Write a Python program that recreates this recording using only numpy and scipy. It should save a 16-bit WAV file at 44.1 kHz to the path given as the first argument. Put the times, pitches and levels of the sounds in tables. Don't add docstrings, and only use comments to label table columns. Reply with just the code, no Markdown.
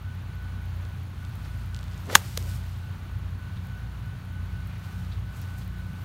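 import sys
import numpy as np
from scipy import signal
from scipy.fft import rfft, irfft
from scipy.io import wavfile

SR = 44100
rng = np.random.default_rng(int(sys.argv[2]) if len(sys.argv) > 2 else 0)


def gain_from_decibels(decibels):
    exponent = np.asarray(decibels, float) / 20
    return 10 ** exponent


def put_to_file(sound):
    columns = np.atleast_2d(sound).T
    safe = np.clip(columns, -1, 1)
    whole_steps = np.round(safe * 32767)
    wavfile.write(sys.argv[1], SR, whole_steps.astype(np.int16))


N = 266716
TIME = np.arange(N) / SR


def rms_one(x):
    return x / np.sqrt(np.mean(x ** 2) + 1e-20)


def in_time(rows):
    s, *columns = np.transpose(rows)
    return [np.interp(TIME, s, column) for column in columns]


def drift(rate):
    r = np.exp(-80 * np.pi * rate / SR)
    white = rng.standard_normal(N // 40 + 2002)
    slow = signal.lfilter([1], [1, -2 * r, r * r], white)[2000:]
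    return np.interp(np.arange(N) / 40, np.arange(len(slow)), rms_one(slow - slow.mean()))


def band(x, low_hz, high_hz):
    sos = signal.butter(2, [low_hz, min(high_hz, .45 * SR)], "band", fs=SR, output="sos")
    return signal.sosfilt(sos, x)


def coloured(white, spectrum):
    hz, level = np.transpose(spectrum)
    grid = np.maximum(np.fft.rfftfreq(N, 1 / SR), 1)
    inside = (grid >= hz[0]) * (grid <= hz[-1])
    gain = gain_from_decibels(np.interp(np.log(grid), np.log(hz), level)) * inside
    return rms_one(irfft(rfft(white) * gain, N))


def grains(per_s, spread_db):
    sizes = gain_from_decibels(spread_db * np.minimum(rng.exponential(1, N), 5)) * rng.choice([-1, 1], N)
    return sizes * (rng.random(N) < per_s / SR)


def swells(rows):
    return sum(gain_from_decibels(db) * np.exp(-((TIME - s) / half) ** 2) for s, db, half in rows)


def struck(rows):
    out = np.zeros(N)
    for s, hz, db, t60, contact in rows:
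        start = round(s * SR)
        t = np.arange(start, round((s + 2 * t60) * SR) + 2) / SR - s
        t = np.maximum(t, 0)
        swell = 1 - np.exp(-t / max(contact, 1e-5))
        out[start:][:len(t)] += gain_from_decibels(db - 60 * t / t60) * swell * np.sin(2 * np.pi * hz * t)
    return out


def impact():
    # [t/s, f/Hz, peak level/dB, time to fall 60 dB/s, contact/s]
    face = [
        (2.15245, 6550, 14, 0.0049, .0006),
        (2.15245, 3400, 8, .0045, .0001),
        (2.15245, 4300, 0, .004, .0001),
        (2.15245, 3000, -6, .005, .0001),
        (2.1526, 9300, 3, .005, .0002),
        (2.1527, 12100, -4, 0.007, .0002),
        (2.1527, 17000, -2, .005, .0002),
    ]
    # [t/s, f/Hz, peak level/dB, time to fall 60 dB/s,
    # contact/s]
    ball_turf_and_echoes = [(2.1536, 1640, 20, 0.0049, .0015), (2.1551, 1190, 21, .0049, .003),
                            (2.1553, 3400, -4, 0.0081, .0002), (2.1551, 2700, -4, .008, .0002),
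                            (2.1532, 7100, 3, .006, .0003), (2.1545, 4100, -9, .012, 0.0002005),
                            (2.1557, 860, -1.5, .012, 0.0013), (2.155, 420, -24, 0.02, .001),
                            (2.1535, 184, -24, 0.052, .002), (2.15, 110, -24, 0.053, .004),
                            (2.1622, 6500, -23, .014, .001), (2.1755, 6500, -30, .014, .001)]
    return struck(face) + struck(ball_turf_and_echoes)


def swish():
    # [t/s, level/dB, centre f/Hz]
    sweep = [
        (2.03, -73, 350),
        (2.082, -42, 450),
        (2.102, -36, 1000),
        (2.135, -35, 1800),
        (2.152, -31, 1500),
        (2.168, -33, 1300),
        (2.19, -45, 1200),
        (2.27, -53, 1150),
        (2.34, -67, 900),
    ]
    db, centre = in_time(sweep)
    white, out = rng.standard_normal((2, N)), np.zeros(N)
    for k, hz in enumerate(np.geomspace(300, 9000, 9)):
        octaves = np.log2(hz / centre)
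        slope_db = np.where(octaves > 0, -6.5 * octaves, 3.2 * octaves)
        strip = rms_one(band(white[k % 2], hz / 1.27, hz * 1.27))
        out += gain_from_decibels(slope_db + 1.7 * drift(60)) * strip
    return gain_from_decibels(db - 6) * out * (db > db.min())


def cracks():
    # [t/s, level/dB, hold/s, time to fall 60 dB/s]
    tears = [
        (2.1482, -29, .004, .01),
        (2.1524, -14, .005, .013),
        (2.3729, -36, .004, .008),
    ]
    level = np.zeros(N)
    for s, db, hold, t60 in tears:
        t = TIME - s
        level += gain_from_decibels(db - 60 * np.clip(t - hold, 0, 1) / t60) * (t > 0)
    return level * rms_one(band(rng.standard_normal(N), 700, 15000))


def follow_through():
    # [t/s, f/Hz, peak level/dB, time to fall 60 dB/s, contact/s]
    knock = [(2.3729, 5460, -21, 0.00085, 0.000022), (2.3739, 4500, -21, .001, .00002),
             (2.3748, 8100, -20, .001, 0.000022), (2.37536, 4000, -15.5, 0.0025, .00002),
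             (2.37538, 6560, -11.5, 0.0011, 0.000018), (2.37538, 9450, -14, 0.0009, .00002),
             (2.37538, 12500, -18, .001, 0.000018), (2.376, 5500, -27, .0015, .00002),
             (2.3774, 590, -26, .012, 0.00054), (2.3752, 483, -29, 0.018, .001),
             (2.3762, 1350, -34, .008, .0004), (2.3762, 2680, -33, 0.0069, .0002),
             (2.128, 545, -22, .035, 0.0018)]
    return -struck(knock)


def rustle():
    # [t at the peak/s, bright
    # level/dB, dull share/dB, time to fade 10 dB/s]
    slow_rise = [(1.4, -67, 0, .5), (1.455, -65, 6, .04), (1.6, -66, 3, .2), (2.0, -64, 3, .2),
                 (2.5, -50.5, -2, .07), (2.555, -49.5, -4, .022), (2.7, -63, 3, .2), (3.575, -71, 6, .03),
                 (3.65, -67, -4, .035), (4.75, -72, 4, .4), (5.5, -63, -4, .05), (6.05, -65.5, -2, .45)]
    turf = [
        (2.06, -61, -4, .05),
        (2.126, -45, 5, .05),
        (2.165, -37, -4, .025),
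        (2.23, -52, -2, .2),
        (2.28, -54.5, -2, .25),
        (2.385, -52.5, 0, .08),
    ]
    steps = [
        (4.85, -59, 0, .04),
        (4.92, -62.5, -2, .06),
        (5.0, -63.5, 0, .12),
        (5.135, -70, 8, .03),
        (5.37, -56.5, -13, .06),
        (5.425, -60, 2, .04),
        (5.585, -55.5, -9, .045),
        (5.62, -64, 5, .03),
    ]
    # [f/Hz, level/dB per Hz]
    colour = [(2650, -31.5), (4500, -1.5), (4980, -1.5), (8370, -1.5), (10600, -5), (12100, -1.5),
              (15200, -6), (16000, -9.5)]
    bright = coloured(grains(9000, spread_db=3.0), colour)
    dull = rms_one(band(grains(6000, spread_db=3.5), 1800, 5000))
    power = np.zeros((2, N))
    for rows, rise in ((slow_rise, 1.1), (turf, .45), (steps, .6)):
        for s, db, dull_db, fade in rows:
            away = np.where(TIME < s, (s - TIME) / rise, TIME - s) / fade
            power += gain_from_decibels(db - 10 * away + [[0], [dull_db]]) ** 2
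    return np.sqrt(power[0]) * bright + np.sqrt(power[1]) * dull


def clockwork():
    beats = []
    for k in range(6):
        s, db = .6574 + 1.00417 * k, -28.5 + .9 * k
        beats += [(s, db, 12000), (s + .108, db - 7.5, 12000)]
    return beats


def ticks():
    # [t/s, level/dB]
    creaks = [(1.7464, -11), (1.7642, -14.5), (1.7743, -26), (1.7907, -16), (1.8301, -19), (1.841, -21),
              (1.8558, -29), (1.8818, -24), (1.9143, -25), (1.9206, -25), (1.9273, -27), (1.9339, -23),
              (1.9444, -25)]
    # [t/s, level/dB, centre f/Hz]
    snaps = [(.8522, -19, 3400), (1.2502, -20, 3800), (1.355, -22, 11000), (1.4507, -21, 3500),
             (1.4601, -31, 5500), (1.8108, -26, 5600), (1.9786, -21, 5600), (2.0567, -21, 5400),
             (2.0694, -22, 4800), (2.1004, -20, 3900), (2.3943, -22, 5300), (2.4259, -16, 6400),
             (2.5146, -13, 3300), (2.5344, -30, 8000), (2.6379, -20, 3200), (4.2897, -38, 13000),
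             (4.605, -30, 5500), (4.7952, -30, 6000), (4.838, -32, 8500), (4.9806, -31, 5000),
             (5.0494, -25, 3400), (5.4159, -18, 11500), (5.5395, -25, 8000), (5.5865, -20, 10500)]
    slips = [(s, db, 3900) for s, db in creaks]
    s, db, hz = np.transpose(clockwork() + list(snaps) + slips)
    out, at = np.zeros(N), np.round(s * SR).astype(int)
    for low, high in ((2700, 5500), (4800, 7800), (10500, 16000)):
        octaves = np.abs(np.log2(hz / np.sqrt(low * high)))
        clicks = np.full(N, 1e-18)
        clicks[at] = gain_from_decibels(db - 14 * octaves)
        out += band(clicks, low, high)
    return out


def scuffs():
    # [t at the middle/s, low f/Hz, high f/Hz, level/dB, half length/s]
    rubs = [(1.46, 500, 2000, -50, 0.007), (2.012, 12800, 14500, -62, .018), (2.45, 230, 600, -53, .05),
            (3.57, 2900, 3900, -56, .012), (3.645, 12800, 14800, -65, .015), (4.715, 1800, 2700, -54, .02),
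            (4.76, 1796, 2600, -55, .008), (2.1, 500, 1800, -38, .004), (5.62, 3000, 4500, -58, .015),
            (5.126, 3300, 4500, -50, 0.0084), (5.425, 5000, 7000, -59, .015),
            (5.64, 12490, 14980, -65, .02), (6.025, 12810, 14470, -64, .025)]
    out, grit = np.zeros(N), grains(5000, spread_db=3.5)
    for s, low_hz, high_hz, db, half in rubs:
        out += swells([(s, db, half)]) * rms_one(band(grit, low_hz, high_hz))
    return out


def engine_throb(turns):
    # [multiple of the turn rate, level/dB, growth/dB per s]
    orders = [(1, -63, 0), (3, -38, 0), (4, -51.5, 0.5), (5, -52, 0), (6, -54.5, 1.28), (8, -65.5, 0),
              (9, -70, .6)]
    neighbour = .197 + (58.396 - .07 * TIME / 2) * TIME
    out = np.sqrt(2) * gain_from_decibels(-43.5) * (np.sin(2 * np.pi * 2 * turns) - np.sin(2 * np.pi * neighbour))
    for order, db, growth in orders:
        level = gain_from_decibels(db + growth * TIME + 2.0 * drift(3))
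        out += np.sqrt(2) * level * np.sin(2 * np.pi * (int(round(order)) * turns + rng.random()))
    return out


def exhaust(turns):
    # [f/Hz, level/dB per Hz]
    rumble = [(20, -39), (27, -27), (38, -18), (48, -13), (70, -7), (82, -5.5), (103, 0), (120, -2.5),
              (135, -8.5), (165, -16), (210, -17), (260, -24), (320, -27), (480, -37)]
    puff = 1 + .3 * np.cos(2 * np.pi * turns)
    return gain_from_decibels(-39) * puff * coloured(rng.standard_normal(N), rumble)


def valve_ticks(turns):
    # [f/Hz, width/Hz, level/dB, ticks per turn]
    valves = [
        (9550, 550, -35.5, 2),
        (12600, 750, -31.5, .5),
        (13900, 750, -32.5, .5),
    ]
    out = np.zeros(N)
    for hz, width_hz, db, per_turn in valves:
        count = np.floor(per_turn * turns + .7 + .12 * per_turn * drift(30))
        closes = np.diff(count, prepend=0) > 0
        uneven_db = 2.0 * drift(2) + 4.0 * np.clip(rng.standard_normal(N), -3, 1.2)
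        out += band(closes * gain_from_decibels(db + uneven_db) + 1e-18, hz - width_hz / 2, hz + width_hz / 2)
    return out


def gear_whine(turns):
    # [t at the middle/s, level/dB, half length/s]
    gusts = [(.1, -52, .05), (.42, -53, .12), (.6, -53, .06), (.89, -56, .08), (1.25, -56, .04),
             (1.55, -60, .15), (1.79, -54, .04), (1.94, -58, .03), (2.51, -55, .04), (2.64, -60, .05),
             (2.87, -56, .06), (3.1, -60, .1), (3.46, -55, .08), (3.76, -52.5, .12), (4.1, -55, .08),
             (4.36, -53, .07), (4.57, -53, .08), (4.92, -58, .14), (5.32, -53.5, .08), (5.53, -52.5, .1),
             (5.78, -55, .07), (5.97, -56, .1)]
    carried = gain_from_decibels(-66) + swells(gusts)
    phase = 2 * np.pi * (50 * turns + np.cumsum(2.5 * drift(40)) / SR)
    octave = gain_from_decibels(-19) * np.sin(2 * phase)
    side_line = gain_from_decibels(-11) * np.sin(phase + 4 * np.pi * turns)
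    flutter = gain_from_decibels(-2.5 + 1.4 * drift(25))
    return np.sqrt(2) * carried * flutter * (np.sin(phase) + octave + side_line)


def engine():
    # [t/s, speed/turns per s]
    speed = [(0, 29.85), (.6, 29.7), (1.3, 29.6), (2, 29.65), (2.8, 29.8), (3.5, 29.85), (4.3, 29.82),
             (6.05, 29.92)]
    turns = np.cumsum(in_time(speed)[0]) / SR
    return engine_throb(turns) + exhaust(turns) + valve_ticks(turns) + gear_whine(turns)


def air():
    # [f/Hz, level/dB per Hz]
    hiss = [(300, -6), (420, -4), (520, -2), (1000, 0.5), (1400, 1), (1750, -3), (3000, -7), (4400, -11),
            (4950, -17), (6800, -18), (7800, -23), (9500, -21.5), (10500, -23), (16000, -21)]
    return gain_from_decibels(-52 + .6 * drift(4)) * coloured(rng.standard_normal(N), hiss)


def scene():
    stroke = swish() + impact() + cracks() + follow_through()
    player = rustle() + ticks() + scuffs()
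    return (stroke + player + engine() + air())[None]


def top_cut(x):
    return signal.sosfilt(signal.butter(12, 16570, fs=SR, output="sos"), x)


def record(dry):
    overloaded = np.clip(dry, -.95, .95)
    low_pass = signal.cheby2(24, 60, 16060, fs=SR, output="sos")
    return top_cut(signal.sosfilt(low_pass, overloaded))


dry = scene()
out = record(dry)
put_to_file(out)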